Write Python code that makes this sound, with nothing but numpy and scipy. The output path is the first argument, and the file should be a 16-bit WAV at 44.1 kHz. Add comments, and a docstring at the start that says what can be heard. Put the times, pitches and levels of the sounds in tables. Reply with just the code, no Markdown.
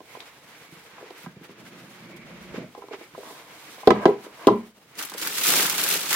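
"""A cardboard shoebox on a table in a small room, in stereo: fingers tap it, the lid slides off, scuffs and
knocks down on the table, then tissue paper is pinched and folded open. Cardboard rings as damped modes with
noisy cracks and a wall answer; sliding is noise through resonances. Sleeves, until the paper takes over, are
noise in grains and clumps; paper is random crackle plus sharp snaps. A steady room tone lies under it all."""
import sys
import numpy as np
from scipy import signal
from scipy.fft import rfft, irfft, next_fast_len
from scipy.io import wavfile
from scipy.ndimage import uniform_filter1d, map_coordinates

SR = 44100
rng = np.random.default_rng(int(sys.argv[2]) if len(sys.argv) > 2 else 0)


def int16_out(signal):
    """Quantize to a 16-bit WAV file."""
    q = np.round(np.clip(np.atleast_2d(signal).T, -1, 1) * 32767)
    wavfile.write(sys.argv[1], SR, q.astype(np.int16))


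N = 271215

# modes of the cardboard lid: pitch_hz, level_db, t60_s (ringing free)
LID_MODES = [(167.3, -9.5, 0.12), (239, -19.5, 0.082), (258, -2, 0.071), (342, 0, 0.082),
             (410.7, -3.5, 0.14), (478.7, -4.5, 0.1), (532, -11, 0.053), (647, 2, 0.053),
             (772, -0.5, 0.049), (823, -1.5, 0.07), (1017, 0.5, 0.087), (1242, -6, 0.068),
             (1362, -15, 0.095), (1612, -9, 0.08), (2000, -19.5, 0.19), (2740, -27.5, 0.036)]
# table and air under the lid: pitch_hz, level_db, t60_s (before damping)
BOOM_MODES = [(122.9, -4.5, 0.34), (203, 4, 0.49), (228, 3.5, 0.36)]
# resonances of the closed box: pitch_hz, width_hz, level_db
BOX_MODES = [(127, 21, -2.5), (184.5, 35, 2.5), (244, 65, -3), (348, 26, -2)]
# lid drops on the table: start_s, level_db, favoured_pitch_hz, focus_db_per_octave, then relative to level_db:
# crack_db, tick_db, boom_db, air_push_db, rest_of_edge_db, panel_hum_db; last far_end_pitch_hz
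LID_KNOCKS = [(3.873, 3.5, 513, 16, -13, -12, -31, -28, -8, -30, 374),
              (3.905, 2, 850, -1.5, -12, -18, -23, -28, -10, -22, 450),
              (4.055, 1, 435, 3.5, -14, -20, -33, -32.5, -6.5, -10.5, 410),
              (4.47, 0.5, 307, 14.5, -9.5, -6.5, -17.5, -33, -2, -11.5, 910)]
# rest of the edge, its middle then far end: delay_s, level_db, focus_db_per_octave, free_ringing_share, contact_ms
EDGE_LANDINGS = [(.006, 0, 5.5, .32, 0.88), (.013, -1.5, 18.5, .45, 1.5)]
# panel hum after a knock: delay_s, pitch_hz, focus_db_per_octave, free_ringing_share, build_up_ms
PANEL_HUM = (0.03, 414, 60, 0.71, 5.1)
# fingers and edges touch the held cardboard, and among the knocks (3.831, 3.955, 4.264 s) the lid lightly
# touches the table: # start_s, level_db, favoured_pitch_hz, crack_db (over level_db)
LIGHT_TOUCHES = [(0.004, -33, 503, -5), (0.15, -29.5, 990, -9), (0.169, -34, 463, -3),
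                 (0.204, -43, 956, 18.5), (0.688, -43.5, 188, -14), (0.723, -36, 185, -26),
                 (0.77, -45, 150, -16), (0.93, -45, 167, -15), (0.981, -32, 1010, -12), (1.01, -39, 474, -26),
                 (1.026, -31.5, 480, -29), (1.105, -29.5, 447, -2.5), (1.241, -40, 164, -24),
                 (1.261, -29.5, 1510, -17), (1.266, -28, 180, -19), (1.314, -46, 148, -14),
                 (1.366, -33.5, 164, -16), (1.411, -37, 194, -17), (1.444, -51, 300, -12),
                 (1.49, -35, 337, -5), (2.542, -26.5, 335, -16), (2.579, -24.5, 266, -29),
                 (2.749, -29.5, 980, -7), (2.777, -29, 487, -24), (2.82, -31, 990, -14),
                 (2.838, -33.5, 484, -16), (2.884, -34, 980, -4), (2.909, -28.5, 460, -32),
                 (2.932, -28.5, 600, -2.5), (2.947, -31, 524, -19), (3.011, -28.5, 520, -9),
                 (3.136, -39, 160, -14), (3.148, -31, 1080, -15), (3.178, -27, 483, -36),
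                 (3.231, -31.5, 1180, -15), (3.269, -38, 250, -20), (3.308, -35, 463, -12),
                 (3.78, -34.5, 550, -26), (3.831, -27.5, 840, -26), (3.955, -21.5, 950, -24),
                 (4.264, -30, 467, -30.5), (5.119, -30.5, 1090, -5.5), (5.146, -28, 480, -12)]
# a middling tap: favoured_pitch_hz, focus_db_per_octave, free_ringing_share, contact_ms
MIDDLING_TAP = [(169, 17, 0.31, 3.5), (468, 15, 0.5, 2.1), (1000, 8.5, 0.52, 1.6)]
# thin bright ticks of edges and threads: start_s, level_db
EDGE_TICKS = [(0.6524, -40.5), (1.128, -42), (1.1822, -34), (1.2331, -32.5), (1.4406, -36.5), (1.6646, -45),
              (2.1645, -37), (4.56, -37.5)]
# lid rubs up the box: time_s, drone_db
LID_SLIDE = [(1.49, -43), (1.556, -60), (1.6, -49.5), (1.93, -51), (2.06, -49), (2.5, -47.5),
             (2.545, -43.5), (2.586, -38), (2.65, -43), (2.706, -52), (2.74, -75)]
# free lid scuffs, one list for each scuff: time_s, level_db
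LID_SCUFFS = [
    [(3.235, -43), (3.29, -46.5), (3.35, -50.5), (3.45, -54.5), (3.58, -55)],
    [(3.93, -33), (3.98, -35.5), (4.02, -34.5), (4.037, -30)],
    [(4.2, -69), (4.25, -44), (4.3, -55.5), (4.35, -56.5), (4.41, -43.5), (4.452, -41.5)],
]
# arms move: time_s, swish_db, fine_hiss_db
SLEEVE_MOVES = [(0, -70, -68), (0.1, -51, -54.5), (0.28, -51.5, -55.5), (0.41, -56, -60.5),
                (0.51, -50, -59.5), (0.73, -51.5, -56), (1.05, -49, -63.5), (1.25, -49.5, -52),
                (1.32, -59, -78), (1.5, -52.5, -87), (1.72, -51, -59.5), (1.97, -49, -56), (2.17, -51, -69),
                (2.42, -48.5, -58.5), (2.63, -48.5, -68), (2.71, -58.5, -65), (3.13, -56, -58),
                (3.28, -49, -47), (3.5, -50, -57), (3.71, -47, -48.5), (3.86, -48, -51.5),
                (3.97, -47, -72.5), (4.32, -55, -62), (4.41, -47.5, -50.5), (4.6, -52.5, -62),
                (4.74, -67, -71), (4.95, -55.5, -63)]
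# quick brushes of cloth: peak_s, half_length_s, swish_db, fine_hiss_db
CLOTH_BRUSHES = [(0.21, 0.034, -48.5, -62), (1.243, 0.018, -51, -54.5), (1.452, 0.028, -50, -57),
                 (1.679, 0.041, -48, -52.5), (2.171, 0.016, -56, -52), (2.571, 0.044, -41.5, -57),
                 (2.938, 0.04, -43.5, -59.5), (3.03, .06, -50, -57), (4.09, .07, -47, -53.5),
                 (4.245, 0.039, -47, -50)]
# low rumble under the arms: time_s, level_db
RUMBLE_LEVEL = [(0, -79), (1.05, -79), (2.8, -81), (3.2, -73), (3.78, -82), (3.97, -60), (4.03, -57.5),
                (4.17, -76.5), (4.5, -71.5), (4.95, -85.5)]
# colours of cloth swish, fine hiss, low rumble and room tone: pitch_hz, level_db (per Hz)
SWISH_COLOUR = [(150, -49.5), (250, -17.5), (296, -0.5), (345, -11), (419, -7.5), (462, -1), (593, -9),
                (994, -6), (1450, -5.5), (2200, -6), (7000, -23), (9100, -44), (15400, -120)]
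HISS_COLOUR = [(1760, -38.5), (3000, -6), (3830, -5), (4160, -7.5), (5890, -9.5), (13700, -12.5),
               (15800, -18)]
RUMBLE_COLOUR = [(15, -37.5), (30, -19), (60, 5), (95, -4), (140, -33.5), (300, -92)]
ROOM_COLOUR = [(15, -62.5), (25, -36), (91, -15), (130, -4), (152, -5.5), (604, -11.5), (729, -10),
               (1390, -17.5), (3130, -17), (3390, -18.5), (9210, -25), (15800, -27.5)]
# colours of the paper sheet, crisp edges and flapping air: pitch_hz, level_db (per Hz)
SHEET_COLOUR = [(410, -25.5), (700, -16.5), (941, -6.5), (1140, -4.5), (1280, -1.5), (1720, -3), (2660, -3),
                (3580, -3.5), (8000, -6.5), (10400, -12.5), (17600, -120)]
CRISP_COLOUR = [(3800, -28), (6500, -12), (9900, 0), (12600, 2), (15000, 0.5), (16000, -3)]
FLAP_COLOUR = [(24, -67), (40, -73), (168, 1), (248, -4), (286, 2), (381, 1), (900, -4.5), (1170, -32),
               (1980, -120)]
# sheet of paper is pulled: time_s, strength_db, broad_folds_db (over strength)
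PAPER_PULL = [(4.94, -56, 3), (4.966, -52, 5), (4.99, -32.5, -7.5), (5.01, -35.5, -3.5), (5.056, -39, -6.5),
              (5.064, -44, -5), (5.172, -46, 3.5), (5.178, -37.5, -8.5), (5.226, -31.5, -5),
              (5.334, -33, -6.5), (5.39, -27, -11), (5.41, -29.5, -3.5), (5.442, -22.5, -14),
              (5.492, -19, -7.5), (5.606, -21.5, -6), (5.724, -29.5, -6), (5.956, -24, -7.5),
              (5.98, -30, -6), (6.082, -31.5, -6), (6.138, -23, -6.5), (6.15, -22.5, -4)]
# larger creases let go: start_s, level_db, crisp_db (over level_db)
PAPER_SNAPS = [(4.9537, -40, -16), (4.9901, -24.5, -9), (5.025, -24, 1), (5.0505, -32, 6.5),
               (5.097, -29, -1.5), (5.1379, -29, -4), (5.1802, -27.5, 2), (5.2224, -20, -10),
               (5.2724, -17.5, 0), (5.372, -20.5, -7), (5.382, -17, -4.5), (5.5229, -22, -4),
               (5.5678, -14.5, -13.5), (5.5903, -18, -2), (5.6973, -14.5, 2.2), (5.741, -19, -13),
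               (5.7801, -15.5, -2.5), (5.7955, -18, -9), (5.8368, -14, 0.5), (5.888, -20.5, 6.5),
               (5.9112, -13.5, -3.5), (5.95, -19, -8.5), (6.0574, -22, -11.5), (6.1058, -18, -7.5),
               (6.1285, -12.5, 0)]
# left-right likeness of the room and the arms, then of the paper: pitch_hz, likeness (-1 to 1)
ROOM_LIKENESS = [(60, 0.36), (150, 0.99), (380, 0.93), (950, 0.69), (2380, 0.15), (5980, -0.23),
                 (15000, -0.0086)]
PAPER_LIKENESS = [(60, 0.98), (150, 0.99), (380, 0.97), (950, 0.8), (2380, 0.28), (5980, -0.2),
                  (15000, -0.17)]
# how fast the walls' answer dies: pitch_hz, t60_s
WALL_DECAY = [(100, 0.34), (300, 0.26), (1500, .25), (6000, 0.15), (14000, 0.069)]

ROOM_TONE_DB, TOP_HZ = -56.5, 15850  # TOP_HZ: upper band limit
CREST_DB = 8.5  # peak of a puff of noise over its rms
# first corner of a knock: share of free ringing, contact time, delay of its tick
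CORNER_FREE, CORNER_MS, TICK_LAG_S = 0.41, 1, 0.0023
# pitch of the middle of the edge; time scale of the push of air; crack of edge and hum
MIDDLE_HZ, PUSH_S, DULL_CRACK_DB = 340, 0.0022, -31
# crack of a middling tap; focus (dB per octave) and share of free ringing added for each dB less crack
TAP_CRACK_DB, SOFT_FOCUS, SOFT_FREE = -15, 0.65, 0.008
# rasp at an easy drone, its dB per dB of drone, its unevenness, level of an easy drone
RASP_DB, RASP_GROWS, JERK_DB, EASY_DB = -60.5, 1.6, 1.5, -50
# draw of air: time and level of its peak, slopes before and after
AIR_S, AIR_DB, AIR_RISE_DB_PER_S, AIR_FALL_DB_PER_S = 2.5, -56.5, 45, 72
FOLD_HZ = 2240  # broad folds sound below, small creases above
RUSTLE_DB, CRISP_DB, BODY_DB, FLAP_DB = -1, -2, -1.5, -7  # paper layers over the strength
CRISP_GROWS, MIDDLING_DB = 0.1, -30  # crispness gained for each dB above a middling pull; that pull


def amp(db):
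    """Gain of a level in dB."""
    return 10 ** (np.asarray(db) / 20)


def unit(x):
    """x at rms 1."""
    return x / np.sqrt(np.mean(x ** 2) + 1e-20)


def peak(x):
    """x with its highest peak at 1."""
    return x / np.abs(x).max()


def along(points, hz):
    """Value at hz between (pitch, value) points on a log axis."""
    f, v = np.transpose(points)
    return np.interp(np.log(hz + 1), np.log(f + 1), v)


def curves(rows):
    """One value per sample for each column after the time."""
    s, *columns = np.transpose(rows)
    return [np.interp(np.arange(N) / SR, s, column) for column in columns]


def gate(rows, fade=0.023):
    """1 while the rows last, fading (s) at both ends."""
    t = np.arange(N) / SR
    return np.clip(np.minimum(t - rows[0][0], rows[-1][0] + fade - t) / fade, 0, 1)


def noise(length=N):
    """Two unrelated channels of white noise."""
    return rng.standard_normal((2, length))


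def wobble(rate):
    """A smooth random curve, rate knots a second."""
    knots = rng.standard_normal(int(N * rate / SR) + 4)
    return map_coordinates(knots, [np.arange(N) * rate / SR])


def filtered(x, response):
    """x times a complex response of frequency."""
    m = next_fast_len(x.shape[-1] + SR // 8)
    spectrum = rfft(x, m) * response(np.fft.rfftfreq(m, 1 / SR))
    return irfft(spectrum, m)[..., :x.shape[-1]]


def thin(x, hz):
    """Small panels radiate little bass: a high-pass at hz."""
    return signal.sosfilt(signal.butter(2, hz, "high", fs=SR, output="sos"), x)


def shaped(x, colour):
    """x coloured by a spectrum that keeps the power of white noise."""
    hz = np.linspace(0, SR / 2, 2048)
    scale = np.sqrt(np.mean(amp(along(colour, hz)) ** 2))
    return filtered(x, lambda f: amp(along(colour, f)) / scale)


def coloured(pair, gain, alike=ROOM_LIKENESS):
    """Two unrelated signals mixed to a stereo pair of rms 1 with the given left-right likeness."""
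    turn = lambda hz: np.arccos(np.clip(along(alike, hz), -1, 1)) / 2
    mid, side = filtered(pair, lambda hz: gain(hz) * [np.cos(turn(hz)), np.sin(turn(hz))])
    return unit(np.array([mid + side, mid - side]))


def rustle(colour, grain_db, clump_db, grain_rate, alike=ROOM_LIKENESS):
    """Stereo noise whose strength varies in short grains and slower clumps."""
    lumps = amp(grain_db * wobble(grain_rate) + clump_db * wobble(45))
    return coloured(lumps * noise(), lambda hz: amp(along(colour, hz)), alike)


def modes(peaks):
    """The response of a few (pitch_hz, width_hz, level_db) resonances, alternating in sign."""
    def response(f):
        total = 0
        for k, (centre, width, db) in enumerate(peaks):
            loss = 1j * f * width
            total = total + (-1) ** k * amp(db) * loss / (centre ** 2 - f ** 2 + loss)
        return total
    return response


def ringing(table, t, tilt_db, stretch, rough, wide_db):
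    """Damped modes at new strengths and sides, phases drifting at random for a rougher ring; stereo."""
    hz, level, t60 = (c[:, None] for c in np.transpose(table))
    drift = rough * np.cumsum(rng.standard_normal((len(hz), len(t))), axis=1) * np.sqrt(hz / SR)
    drift = uniform_filter1d(drift, size=48, axis=1)  # smoothed over about 1 ms to keep the treble clean
    start_db = level + tilt_db(hz) + rng.normal(0, 0.9, hz.shape)
    size = amp(start_db - 60 * t / (t60 * stretch))
    # the higher modes lean further to a side
    lean = wide_db * rng.standard_normal(len(hz)) * np.clip(hz[:, 0] / 1000, 0, 1) ** 2
    signs = rng.choice([-1, 1], len(hz))
    return (signs * amp([lean, -lean])) @ (size * np.sin(2 * np.pi * hz * t + drift))


def room(x):
    """The walls answer 200 samples (about 1.5 m of path) later; each pitch dies at its own speed."""
    hz, t, z = signal.stft(noise(SR // 4), SR, nperseg=256)
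    decay = amp(-60 * t / along(WALL_DECAY, hz)[:, None])
    tail = signal.istft(z * decay, SR, nperseg=256)[1]
    tail = coloured(tail, np.ones_like)
    return signal.fftconvolve(np.pad(x, (200, 0))[None], tail / np.linalg.norm(tail[0]), axes=1)


def strikes(rows, wet_db, crack_t60, size):
    """Every blow rings the lid's modes, most those near its favoured pitch, cracks briefly and fills the room."""
    out, t = np.zeros((2, N + 2 * SR)), np.arange(size) / SR
    for s, db, pitch_hz, focus_db, crack_db, free, contact_ms, *boom_db in rows:
        near = lambda hz: -focus_db * np.abs(np.log2(hz / pitch_hz))
        ring = ringing(LID_MODES, t, near, free, rough=0.25, wide_db=6.0)
        build_up = 1 - np.exp(-(t / (contact_ms / 1000)) ** 2)
        ring = thin(peak(ring * build_up), hz=144)
        crack = amp(-60 * t / crack_t60) * noise(len(t))
        crack = filtered(crack, lambda f: modes([(3100, 3600, 0)])(f) ** 3)
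        dry = amp(db) * (ring + amp(crack_db) * crack)
        if boom_db:  # builds up after the blow
            boom = peak(ringing(BOOM_MODES, t, np.zeros_like, 0.82, rough=0.19, wide_db=1.5))
            dry += amp(db + boom_db[0]) * boom * (1 - np.exp(-(t / 0.028) ** 2))
        wet = amp(wet_db) * room(dry[0])
        at = round(s * SR)
        out[:, at:at + len(t)] += dry
        out[:, at:at + wet.shape[1]] += wet
    return out[:, :N]


def bursts(rows, t60, pan_db, scatter_db):
    """Short puffs of noise at (start_s, level_db), placed left (positive) or right with some scatter."""
    out, t = np.zeros((2, N + SR)), np.arange(SR // 10) / SR
    front = (1 - np.exp(-t / 0.0003)) * (1 + 0.6 * np.exp(-t / 0.0025))  # sharp
    for s, db in rows:
        side_db = (pan_db + scatter_db * rng.standard_normal()) / 2
        puff = amp(db - CREST_DB - 60 * t / t60) * front * noise(len(t))
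        out[:, round(s * SR):][:, :len(t)] += puff * amp([[side_db], [-side_db]])
    return out[:, :N]


def room_tone():
    """The steady tone of the room: wide, uneven coloured noise."""
    return amp(ROOM_TONE_DB) * rustle(ROOM_COLOUR, grain_db=1.2, clump_db=2.9, grain_rate=200)


def sleeves():
    """Cloth swishes with the arms, a narrow whisper and fine hiss on top, rumble below; a little to the right."""
    t = np.arange(N) / SR
    power = amp(curves(SLEEVE_MOVES)) ** 2
    for s, half, *db in CLOTH_BRUSHES:
        stroke = np.clip(1 - np.abs(t - s) / half, 0, 1)
        power += amp(db)[:, None] ** 2 * stroke ** 2
    swish_gain, hiss_gain = np.sqrt(power)
    whisper = coloured(noise(), lambda f: modes([(2220, 420, 0)])(f) ** 2)
    whisper *= amp(-10.5 + 4 * wobble(5))
    swish = swish_gain * (rustle(SWISH_COLOUR, grain_db=0.15, clump_db=1.74, grain_rate=430) + whisper)
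    hiss = hiss_gain * rustle(HISS_COLOUR, grain_db=1.0, clump_db=1.8, grain_rate=640)
    rumble = amp(curves(RUMBLE_LEVEL)[0]) * rustle(RUMBLE_COLOUR, grain_db=0.5, clump_db=0.5, grain_rate=8)
    return gate(SLEEVE_MOVES) * (swish + hiss + rumble) * amp([[-0.8], [0.8]])


def tapping():
    """Softer touches crack less, ring fewer modes and ring longer."""
    s, db, hz, crack_db = np.transpose(LIGHT_TOUCHES)
    known_hz, focus_db, free, contact_ms = np.transpose(MIDDLING_TAP)
    at_pitch = lambda v: np.interp(np.log(hz), np.log(known_hz), v)
    soft_db = TAP_CRACK_DB - crack_db
    focus_db = np.maximum(at_pitch(focus_db) + SOFT_FOCUS * soft_db, 2)
    free = at_pitch(free) + SOFT_FREE * soft_db
    rows = zip(s, db, hz, focus_db, crack_db, free, at_pitch(contact_ms))
    return strikes(rows, wet_db=-10, crack_t60=0.022, size=SR // 8)


def edge_ticks():
    """Edges and threads tick: very short bright puffs of noise."""
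    return shaped(bursts(EDGE_TICKS, t60=0.007, pan_db=1.5, scatter_db=4.5), CRISP_COLOUR)


def lid_sliding():
    """Stick-slip rubbing excites the closed box; air is drawn in as the seal opens."""
    drone_db, = curves(LID_SLIDE)
    rasp_db = RASP_DB + RASP_GROWS * (drone_db - EASY_DB) + JERK_DB * wobble(18)
    late = np.arange(N) / SR - AIR_S
    air_db = AIR_DB + np.minimum(AIR_RISE_DB_PER_S * late, -AIR_FALL_DB_PER_S * late)
    slips = amp(1.5 * wobble(30)) * noise()
    drone = thin(coloured(slips, modes(BOX_MODES)), hz=96)
    rasp = thin(coloured(slips, modes([(580, 160, 1.0), (674, 87, -4.5)])), hz=300)
    air = coloured(noise(), lambda f: modes([(62, 45, 0)])(f) ** 2)
    return gate(LID_SLIDE) * (amp(drone_db) * drone + amp(rasp_db) * rasp) + amp(air_db) * air


def lid_scuffing():
    """Light friction rings the free lid's modes as broad bands."""
    bands = [(hz, 8 / t60, db + 2.1 * np.log2(hz / 400)) for hz, db, t60 in LID_MODES]
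    scuff = thin(coloured(amp(wobble(65)) * noise(), modes(bands)), hz=200)
    return scuff * sum(gate(rows) * amp(curves(rows)[0]) for rows in LID_SCUFFS)


def lid_knocking():
    """A corner lands and squeezes out air, the rest of the edge follows, all boom, then the panel hums."""
    blows, hums, ticks, push = [], [], [], np.zeros(N)
    u = np.arange(SR // 10) / SR / PUSH_S
    puff = np.e * u * (2 - u) * np.exp(-u)  # one swing up, then below zero
    hum_lag, hum_hz, hum_focus, hum_free, hum_ms = PANEL_HUM
    for s, db, pitch_hz, focus_db, crack_db, tick_db, boom_db, push_db, edge_db, hum_db, far_hz in LID_KNOCKS:
        blows.append((s, db, pitch_hz, focus_db, crack_db, CORNER_FREE, CORNER_MS, boom_db))
        for hz, (lag, rel, focus, free, ms) in zip((MIDDLE_HZ, far_hz), EDGE_LANDINGS):
            blows.append((s + lag, db + edge_db + rel, hz, focus, DULL_CRACK_DB, free, ms, boom_db - edge_db))
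        hums.append((s + hum_lag, db + hum_db, hum_hz, hum_focus, DULL_CRACK_DB, hum_free, hum_ms))
        ticks.append((s + TICK_LAG_S, db + tick_db))
        push[round(s * SR):][:len(u)] += amp(db + push_db) * puff
    knocks = strikes(blows, wet_db=-10.5, crack_t60=0.033, size=SR // 3)
    knocks += strikes(hums, wet_db=-14, crack_t60=0.022, size=SR // 6)
    knocks += thin(push, hz=55)
    knocks += shaped(bursts(ticks, t60=0.0023, pan_db=-1, scatter_db=0.5), CRISP_COLOUR)
    knocks[0] = np.roll(knocks[0], 3)  # the lid lies to the right: the left microphone hears it later
    return knocks


def crackle(rate, spread_db, t60, bed):
    """Strength of a crumpling sheet: sudden small releases that die away, over a steady bed."""
    kicks = (rng.random(N) < rate / SR) * amp(spread_db * rng.random(N)) ** 2
    power = signal.lfilter([1], [1, -amp(-120 / (t60 * SR))], kicks)
    return unit(np.sqrt(bed + power / power.mean()))


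def patchy(depth_db):
    """Stereo noise whose level varies a little at random in small patches of time and pitch."""
    z = signal.stft(noise(), nperseg=128)[2]
    field = rng.standard_normal(z.shape[1:])
    for axis in (0, 1):
        field = uniform_filter1d(field, size=5, axis=axis)
    return signal.istft(z * amp(depth_db * unit(field)), nperseg=128)[1][:, :N]


def paper_snaps():
    """Larger creases let go: a puff of sheet noise and a shorter crisp one."""
    broad = [(s, db) for s, db, _ in PAPER_SNAPS]
    crisp = [(s, db + rel) for s, db, rel in PAPER_SNAPS]
    snaps = shaped(bursts(broad, t60=0.08, pan_db=-4, scatter_db=1.5), SHEET_COLOUR)
    return snaps + shaped(bursts(crisp, t60=0.054, pan_db=4.0, scatter_db=5), CRISP_COLOUR)


def tissue():
    """Countless tiny creases crackle; larger ones snap; the sheet flaps air."""
    pull_db, folds_db = curves(PAPER_PULL)
    layer = lambda strength, gain: coloured(strength * patchy(depth_db=1.0), gain, PAPER_LIKENESS)
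    sheet_gain = lambda hz: amp(along(SHEET_COLOUR, hz))
    above = lambda hz: 1 / np.sqrt(1 + (FOLD_HZ / (hz + 1)) ** 6)
    creases = crackle(rate=300, spread_db=5.5, t60=0.029, bed=1.0)
    folds = crackle(rate=110, spread_db=16, t60=0.05, bed=0.72)
    body = layer(folds, lambda hz: sheet_gain(hz) * np.sqrt(1 - above(hz) ** 2))
    sheet = layer(creases, lambda hz: sheet_gain(hz) * above(hz))
    crisp = layer(creases * amp(0.77 * wobble(600)), lambda hz: amp(along(CRISP_COLOUR, hz)))
    flap = rustle(FLAP_COLOUR, grain_db=1, clump_db=1.45, grain_rate=90, alike=PAPER_LIKENESS)
    crisp_db = CRISP_DB + CRISP_GROWS * (pull_db - MIDDLING_DB)
    small = amp(RUSTLE_DB) * sheet + amp(crisp_db) * crisp
    broad = amp(folds_db) * (amp(BODY_DB) * body + amp(FLAP_DB) * flap)
    return gate(PAPER_PULL) * amp(pull_db) * (small + broad) + paper_snaps()


def scene():
    """All sources over the room's steady tone, the hands on the box a little to the right."""
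    hands = (tapping() + lid_sliding()) * amp([[-0.7], [0.7]])
    cardboard = hands + edge_ticks() + lid_scuffing() + lid_knocking()
    return room_tone() + sleeves() + cardboard + tissue()


def record(dry):
    """Soft limiting brings the loudest knocks close to full scale; nothing passes above the band limit."""
    limited = dry / (1 + np.abs(dry) ** 8) ** (1 / 8)
    return filtered(limited, lambda hz: hz < TOP_HZ)


dry = scene()
out = record(dry)
int16_out(out)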